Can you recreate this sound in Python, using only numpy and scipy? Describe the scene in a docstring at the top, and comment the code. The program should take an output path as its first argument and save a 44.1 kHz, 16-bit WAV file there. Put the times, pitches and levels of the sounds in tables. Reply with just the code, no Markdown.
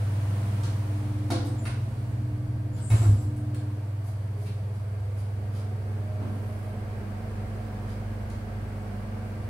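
"""Inside a steel lift car creeping upward: mains hum beats against drive tones over shaft air and frame
rumble; the guides moan and an opening hiss dies away. The tones swell and fade as the microphone is
carried through the cabin's standing waves. From 0.6 s a passenger shifts about: knocks, scuffs and sole
squeaks ring in the cabin, and the floor thumps near 3 s. From 4 s the microphone turns to the doors;
from 5 s the car gathers speed, the rush grows, and after 6 s the guide rollers drone."""
import sys
import numpy as np
from scipy import signal
from scipy.fft import rfft, irfft
from scipy.io import wavfile
from scipy.ndimage import uniform_filter1d

SR = 44100
rng = np.random.default_rng(int(sys.argv[2]) if len(sys.argv) > 2 else 0)


def file_out(sig):
    """Save sig as 16-bit WAV at sys.argv[1]."""
    # one column per channel
    cols = np.atleast_2d(sig).T
    # limit, then scale
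    lim = np.clip(cols, -1, 1)
    pcm = np.round(lim * 32767).astype(np.int16)
    wavfile.write(sys.argv[1], SR, pcm)


N = 418509
TIME, FREQS = np.arange(N) / SR, np.fft.rfftfreq(N, 1 / SR)
SECOND, SECOND_HZ = TIME[:SR], np.fft.rfftfreq(SR, 1 / SR)


def gain_of(db):
    """Decibels to gain."""
    return 10 ** (np.asarray(db) / 20)


def unit_rms(x):
    """Scale to rms 1."""
    return x / np.sqrt(np.mean(x ** 2) + 1e-20)


def ramp(start_s, end_s):
    """Linear 0 to 1, held outside."""
    return np.clip((TIME - start_s) / (end_s - start_s), 0, 1)


def curve_at(points, hz):
    """Interpolate on a log-frequency axis."""
    point_hz, values = np.transpose(points)
    return np.interp(np.log(hz + 1), np.log(point_hz + 1), values)


def add(mix, start_s, sound):
    """Mix a sound in at a time."""
    part = mix[max(round(start_s * SR), 0):][:len(sound)]
    part += sound[:len(part)]


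def drift(rate_hz):
    """Low-passed noise, unit rms."""
    return unit_rms(irfft(rfft(rng.standard_normal(N)) * np.exp(-(FREQS / rate_hz) ** 2), N))


def tone(hz, wander_hz=0.041):
    """Unit-rms sine, pitch wandering slightly."""
    cycles = np.cumsum(hz + wander_hz * drift(2.3)) / SR + rng.random()
    return np.sqrt(2) * np.sin(2 * np.pi * cycles)


def burst(spectrum_db):
    """One second of shaped noise, unit rms."""
    return unit_rms(irfft(rfft(rng.standard_normal(SR)) * gain_of(spectrum_db), SR))


def treble_shelf(db, corner_hz=6500):
    """Smooth high shelf in dB."""
    return db / (1 + (corner_hz / (SECOND_HZ + 1)) ** 4)


# Diffuse field at the two ports: (frequency [Hz], left-right correlation [-1..1])
PORT_CORRELATION = [(50, 0.84), (130, 1), (250, 0.83), (500, 0.66), (800, 0.24), (1200, -0.045),
                    (2000, -0.024), (15000, -0.042)]

def diffuse(spectrum_db, hz=FREQS, size=N):
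    """Unit-rms stereo noise, alike in the bass, unrelated in the treble."""
    mid, side = rfft(rng.standard_normal((2, size)))
    correlation = curve_at(PORT_CORRELATION, hz)
    mid, side = mid * np.sqrt(1 + correlation), side * np.sqrt(1 - correlation)
    return unit_rms(irfft(np.array([mid + side, mid - side]) * gain_of(spectrum_db), size))


# Mains and drive tones: (pitch [Hz], base level [dB], flutter [dB], node height [m],
# gain at node [ratio], early boost [dB], turned boost [dB], full-speed boost [dB])
HUM_TONES = [(100.1, -35.5, .4, 0.93, 1.11, 5, 1.5, -4.5), (199, -56.5, 3.5, 0.46, 0.57, 7, -2.5, 11),
             (299.5, -41.5, 1.3, -0.011, 0.088, 0, -21, 1.5),
             (119.54, -34, 0.73, -0.13, 0.64, 1.5, -8.5, -3.5),
             (220.8, -47.5, 0.94, 0.036, .14, 3.5, 2.5, 1.5)]

def hum(early, turned, speed, height_m, load_power=3.7, sound_m_per_s=343):
    """Each tone is a standing wave in the cabin; mains and drive, about 20 Hz apart, beat."""
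    out = np.zeros(N)
    for hz, db, flutter_db, node_m, node_gain, early_db, turned_db, speed_db in HUM_TONES:
        standing = np.hypot(np.sin(2 * np.pi * hz * (height_m - node_m) / sound_m_per_s), node_gain)
        change_db = early_db * early ** 2 + turned_db * turned + speed_db * speed ** load_power
        out += gain_of(db + change_db + flutter_db * drift(4.0)) * standing * tone(hz)
    return out


# Fan and electronics: (pitch [Hz], half-width [Hz], level [dB])
FAN_WHISTLES = [(76.3, 3.5, -48.5), (499, 4.5, -60), (648, 34, -57.5), (914, 7, -67.5), (4000, 200, -85),
                (4620, 130, -74), (7760, 62, -78.5)]

def whistles():
    """Narrow resonances kept ringing by noise."""
    return sum(gain_of(db) * diffuse(-20 * np.log10(1 + ((FREQS - hz) / half_width_hz) ** 2))
               for hz, half_width_hz, db in FAN_WHISTLES)


def cabin_ripple(depth_db=1.8, spacing_hz=14, above_hz=500):
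    """Fine spectral ripple in dB from the cabin's many close resonances."""
    centres_hz = np.arange(0, SR / 2, spacing_hz)
    ripple = np.interp(FREQS, centres_hz, rng.standard_normal(len(centres_hz)))
    return depth_db * ripple * (FREQS > above_hz)


# Frame rumble, shaft rush, airy hiss: (frequency [Hz], relative density [dB])
RUMBLE_SPECTRUM = [(10, -22), (25, -9), (45, -8.5), (62, -3), (80, -3), (115, 1.5), (150, -6), (190, -9),
                   (280, -12.5), (500, -30), (1500, -90)]
RUSH_SPECTRUM = [(90, -37), (165, -22), (215, -4), (260, -15), (330, -10.5), (470, -11), (770, -13.5),
                 (900, -16.5), (1100, -17), (1600, -20.5), (2300, -24.5), (3500, -35.5), (4800, -36),
                 (6500, -41.5), (15000, -45.5)]
HISS_SPECTRUM = [(150, -3), (350, 0), (700, -0.5), (1000, -3), (2000, -10), (3200, -15.5), (4600, -19),
                 (6500, -22), (9500, -20.5), (12000, -26.5), (15500, -28.5)]
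# Cabin resonances under the rush: (centre [Hz], width [Hz], boost [dB])
CABIN_RESONANCES = [(318, 20, 3), (410, 22, 5), (447, 20, 6), (527, 22, 5), (600, 40, 3), (732, 28, 9),
                    (1600, 70, 5)]

def ride_noise(early, speed, height_m):
    """The frame rumbles, air and guide noise from the shaft excites the cabin, and air hisses."""
    ripple_db = cabin_ripple()
    resonance_db = sum(db / (1 + (2 * (FREQS - hz) / width_hz) ** 2)
                       for hz, width_hz, db in CABIN_RESONANCES)
    rumble_db = -48 + 11 * height_m + 6 * early + 1.5 * speed
    rush_db = -51.5 - 4.5 * early + 7 * speed + 0.17 * drift(27)
    hiss_db = -54 + 10 * early + .5 * drift(1.8)
    rumble = gain_of(rumble_db) * diffuse(curve_at(RUMBLE_SPECTRUM, FREQS))
    rush = gain_of(rush_db) * diffuse(curve_at(RUSH_SPECTRUM, FREQS) + resonance_db + ripple_db)
    hiss = gain_of(hiss_db) * diffuse(curve_at(HISS_SPECTRUM, FREQS) + ripple_db)
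    return rumble + rush + hiss


def stick_slip(rows, glide_share):
    """Surfaces stick and slip: a rough tone swells, glides upward and fades."""
    out = np.zeros(N)
    for start_s, length_s, hz, width_hz, db in rows:
        progress = SECOND[SECOND < length_s] / length_s
        cycles = np.cumsum(hz * (1 + glide_share * (progress - .5))) / SR
        roughness = burst(-20 * np.log10(1 + (2 * SECOND_HZ / width_hz) ** 2))[:len(progress)]
        rub = roughness * np.sin(2 * np.pi * cycles) * np.sin(np.pi * progress)
        add(out, start_s, gain_of(db) * unit_rms(rub) / np.sqrt(2))
    return out


# Guide and frame moans: (time [s], length [s], pitch [Hz], width [Hz], level [dB])
GUIDE_MOANS = [(0, 0.88, 154.6, 43, -43.5), (0, 0.85, 664, 57, -57.5), (4.15, 0.94, 415, 34, -54),
               (4.1, 0.97, 178, 24, -49.5), (5.3, 1, 421.7, 100, -51.5), (5.93, 0.35, 620, 4.1, -48),
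               (6.25, 0.63, 619, 5.4, -53), (8.2, 0.34, 76.4, 6.8, -38)]

def moans():
    """Guides and frame rub briefly as the car travels."""
    return stick_slip(GUIDE_MOANS, glide_share=0.017)


# Blows: (time [s], level [dB], body [dB], treble [dB], bright peak [Hz], rattle decay [s])
BLOWS = [(.633, -40.5, -19, -5, 5950, 0.015), (1.303, -30.5, 1.5, 1.5, 4370, 0.02),
         (1.654, -40.3, -8.5, -6, 2000, .031), (2.902, -36.5, 0, 5, 2050, 0.042),
         (3.018, -37, 4.5, 4, 1160, 0.021), (3.363, -52, -20, 16, 8350, .008),
         (3.546, -42.5, -2, 4, 15000, 0.0045), (4.459, -50.5, -28, -12, 2400, 0.023),
         (6.2, -42, 18, -32, 260, 0.11), (8.299, -53.5, -17, 4, 5500, 0.013)]
# Blow noise: (frequency [Hz], relative density [dB])
BLOW_SPECTRUM = [(60, -4), (150, 4.5), (300, 3.5), (480, 0.5), (750, -2), (1200, -0.5), (1800, -8),
                 (2800, -9), (4400, -10.5), (6500, -16), (9500, -13.5), (12000, -25), (15500, -24)]
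# Steel wall modes: (frequency [Hz], level [dB], T60 [s])
WALL_MODES = [(236.5, -12, 0.4), (285, -1.5, 0.23), (315, -0.5, 0.15), (333.4, -1, 0.35), (510, -5, 0.14),
              (698, -0.5, 0.11), (744, -4, 0.12), (1214, -20, .12), (2220, -21, 0.12), (4200, -18, .13),
              (4140, -18, .1), (4500, -18, 0.12)]

def knocks(body_hz=900, bright_db=5, grain_db=3.5, crack_db=-3, crack_s=0.0023,
           full_ring_db=-30, ring_db_per_db=1.28):
    """Each blow is a crack and a grainy rattle; hard ones ring the steel panels."""
    out = np.zeros(N)
    panel = sum(gain_of(db - 60 * SECOND / t60_s) * np.sin(2 * np.pi * hz * SECOND)
                for hz, db, t60_s in WALL_MODES)
    for start_s, db, body_db, treble_db, bright_hz, rattle_s in BLOWS:
        colour_db = curve_at(BLOW_SPECTRUM, SECOND_HZ) + treble_shelf(treble_db)
        colour_db += body_db / (1 + (SECOND_HZ / body_hz) ** 2)
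        colour_db += bright_db * np.exp(-(2 * np.log2((SECOND_HZ + 1) / bright_hz)) ** 2)
        flicker = unit_rms(uniform_filter1d(rng.standard_normal(SR), size=90))
        grains = unit_rms(gain_of(grain_db * flicker))
        crack = gain_of(crack_db) * burst(colour_db + treble_shelf(3.5)) * np.exp(-SECOND / crack_s)
        rattle = burst(colour_db) * grains * np.exp(-SECOND / rattle_s)
        ring = gain_of(ring_db_per_db * (db - full_ring_db)) * panel
        add(out, start_s, gain_of(db) * (crack + rattle + ring))
    return out


# Cabin reverberation: (frequency [Hz], T60 [s])
CABIN_DECAY = [(100, 0.31), (500, 0.87), (2000, 0.46), (5000, 0.51), (9000, 0.37), (15000, 0.077)]

def cabin(dry, direct_db=-7, wet_db=2.1):
    """Close steel walls give an immediate, dense tail that outweighs the direct sound."""
    hz, age_s, spectra = signal.stft(diffuse(0, SECOND_HZ, size=SR), SR, nperseg=256)
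    decay = gain_of(-60 * age_s / curve_at(CABIN_DECAY, hz)[:, None])
    tail = signal.istft(spectra * decay, SR, nperseg=256)[1]
    wet = signal.fftconvolve(dry[None], tail / np.linalg.norm(tail[0]), axes=1)[:, :N]
    return gain_of(direct_db) * dry + gain_of(wet_db) * wet


# Shoe and cloth strokes: (time [s], length [s], level [dB], treble [dB])
SCUFF_STROKES = [(1.441, 0.035, -52.5, 2), (2.756, 0.05, -53, -3), (2.931, 0.24, -54.5, 6),
                 (3.172, .1, -61.5, 8), (4.029, .084, -59.5, 9), (4.367, 0.14, -61, 8),
                 (4.724, 0.056, -64, 3), (5.162, 0.053, -60, 6), (5.521, 0.1, -56.5, -1),
                 (6.216, 0.57, -69, 30), (7.87, 0.063, -57, -5)]
# Friction noise: (frequency [Hz], relative density [dB])
SCUFF_SPECTRUM = [(200, -8), (1000, 8), (2500, -2.5), (5000, -1), (7500, -6.5), (10000, -2), (11500, -5),
                  (13500, -7), (15500, -32)]

def scuffs(grain_db=2):
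    """Shoes and clothes slide in short, grainy strokes of friction."""
    out = np.zeros(N)
    for start_s, length_s, db, treble_db in SCUFF_STROKES:
        stroke = np.sqrt(abs(np.sin(np.pi * np.minimum(SECOND / length_s, 1))))
        friction = burst(curve_at(SCUFF_SPECTRUM, SECOND_HZ) + treble_shelf(treble_db))
        add(out, start_s, gain_of(db) * friction * stroke)
    return out * gain_of(grain_db * drift(150))


# Sole squeaks: (time [s], length [s], pitch [Hz], width [Hz], level [dB])
SOLE_SQUEAKS = [(1.45, 0.05, 8450, 800, -59), (1.578, 0.027, 7250, 300, -55.5),
                (1.609, 0.075, 9460, 455, -52.5), (2.725, 0.032, 7200, 300, -60),
                (2.792, .1, 8220, 910, -50), (2.83, .28, 7610, 700, -50.5), (2.875, .061, 10140, 300, -53),
                (2.98, .04, 12500, 600, -63), (3.16, 0.058, 7730, 800, -57)]

def squeaks(chatter_db=0.5):
    """Soles stick and slip in high, chattering chirps."""
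    return stick_slip(SOLE_SQUEAKS, glide_share=.04) * gain_of(chatter_db * drift(60))


# Floor thumps: (time [s], level [dB], pitch [Hz], rise [s], decay [s])
FLOOR_THUMPS = [(2.9, -14.3, 111, .055, .018), (2.99, -20.5, 106, .025, .03),
                (3.035, -14.6, 102, .075, .07), (3.225, -24, 102, .04, .075)]
# Thud noise: (frequency [Hz], relative density [dB])
THUD_SPECTRUM = [(15, -18), (35, -6), (70, -13), (130, -5.5), (190, -19.5), (240, -10), (300, -21.5),
                 (600, -36), (2000, -75)]

def thumps(floor_hz=69.9, floor_db=-17.5, thud_db=-16):
    """Shifting weight sets the floor and the cabin's lowest air mode booming, with a dull thud."""
    out = np.zeros(N)
    floor_mode = gain_of(floor_db) * np.sin(2 * np.pi * floor_hz * SECOND)
    for start_s, db, hz, rise_s, decay_s in FLOOR_THUMPS:
        attack = np.sin(np.pi / 2 * np.minimum(SECOND / rise_s, 1))
        decay = np.exp(-np.maximum(SECOND - rise_s, 0) / decay_s)
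        boom = np.sqrt(2) * (np.sin(2 * np.pi * hz * SECOND) + floor_mode)
        thud = gain_of(thud_db) * burst(curve_at(THUD_SPECTRUM, SECOND_HZ))
        add(out, start_s, gain_of(db) * attack * decay * (boom + thud))
    return out


def rollers(hz=48.8, peak_db=-41.5, start_s=6.2, length_s=3.95):
    """Guide rollers drone in one long swell near full speed."""
    swell = np.sin(np.pi * ramp(start_s, start_s + length_s))
    return gain_of(peak_db) * swell * tone(hz)


# Microphone path: (time [s], height above its lowest point [m])
MIC_HEIGHT = [(0, .02), (.7, .08), (1.35, .28), (1.85, .57), (2.35, .72), (3.02, .57), (3.5, .28),
              (3.85, .03), (5.1, 0), (5.85, .26)]

def scene(turned_left_minus_right_db=-1.3):
    """Car speed and microphone position steer the machinery's sound; the passenger moves about."""
    early = 1 - ramp(0.59, 2.6)  # opening hiss and extra hum die away
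    turned = ramp(3.83, 6.2)  # microphone: wall to doors
    speed = ramp(4.8, 6.98)  # creep to full speed
    height_m = np.interp(TIME, *np.transpose(MIC_HEIGHT))
    pan = gain_of(np.outer([.5, -.5], turned_left_minus_right_db * turned))
    drone = (hum(early, turned, speed, height_m) + rollers()) * pan
    car = drone + whistles() + ride_noise(early, speed, height_m) + moans()
    soles = squeaks()
    return car + thumps() + cabin(knocks()) + cabin(scuffs() + soles)


# Microphone hiss: (frequency [Hz], relative density [dB])
MIC_HISS_SPECTRUM = [(100, 18), (3000, -7), (6500, -16), (9500, -2.5), (11500, -3), (15500, -6.5)]
# Port colour: (frequency [Hz], left minus right [dB])
PORT_BALANCE = [(100, -.2), (1000, -1), (4000, -0.9), (6200, -1.5), (7200, 1.5), (8200, 6), (9600, 9),
                (10800, 4.5), (12300, -6.5), (14000, -2), (15500, -3)]

def record(dry, hiss_db=-65.5, cutoff_hz=15780):
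    """Microphone hiss, each port's own colour, then the band limit."""
    heard = dry + gain_of(hiss_db) * diffuse(curve_at(MIC_HISS_SPECTRUM, FREQS))
    port_gains = gain_of(np.outer([.5, -.5], curve_at(PORT_BALANCE, FREQS)))
    coloured = irfft(rfft(heard) * port_gains, N)
    low_pass = signal.firwin(1023, cutoff_hz, window=("kaiser", 9), fs=SR)
    return signal.oaconvolve(coloured, low_pass[None], "same")


dry = scene()
out = record(dry)
file_out(out)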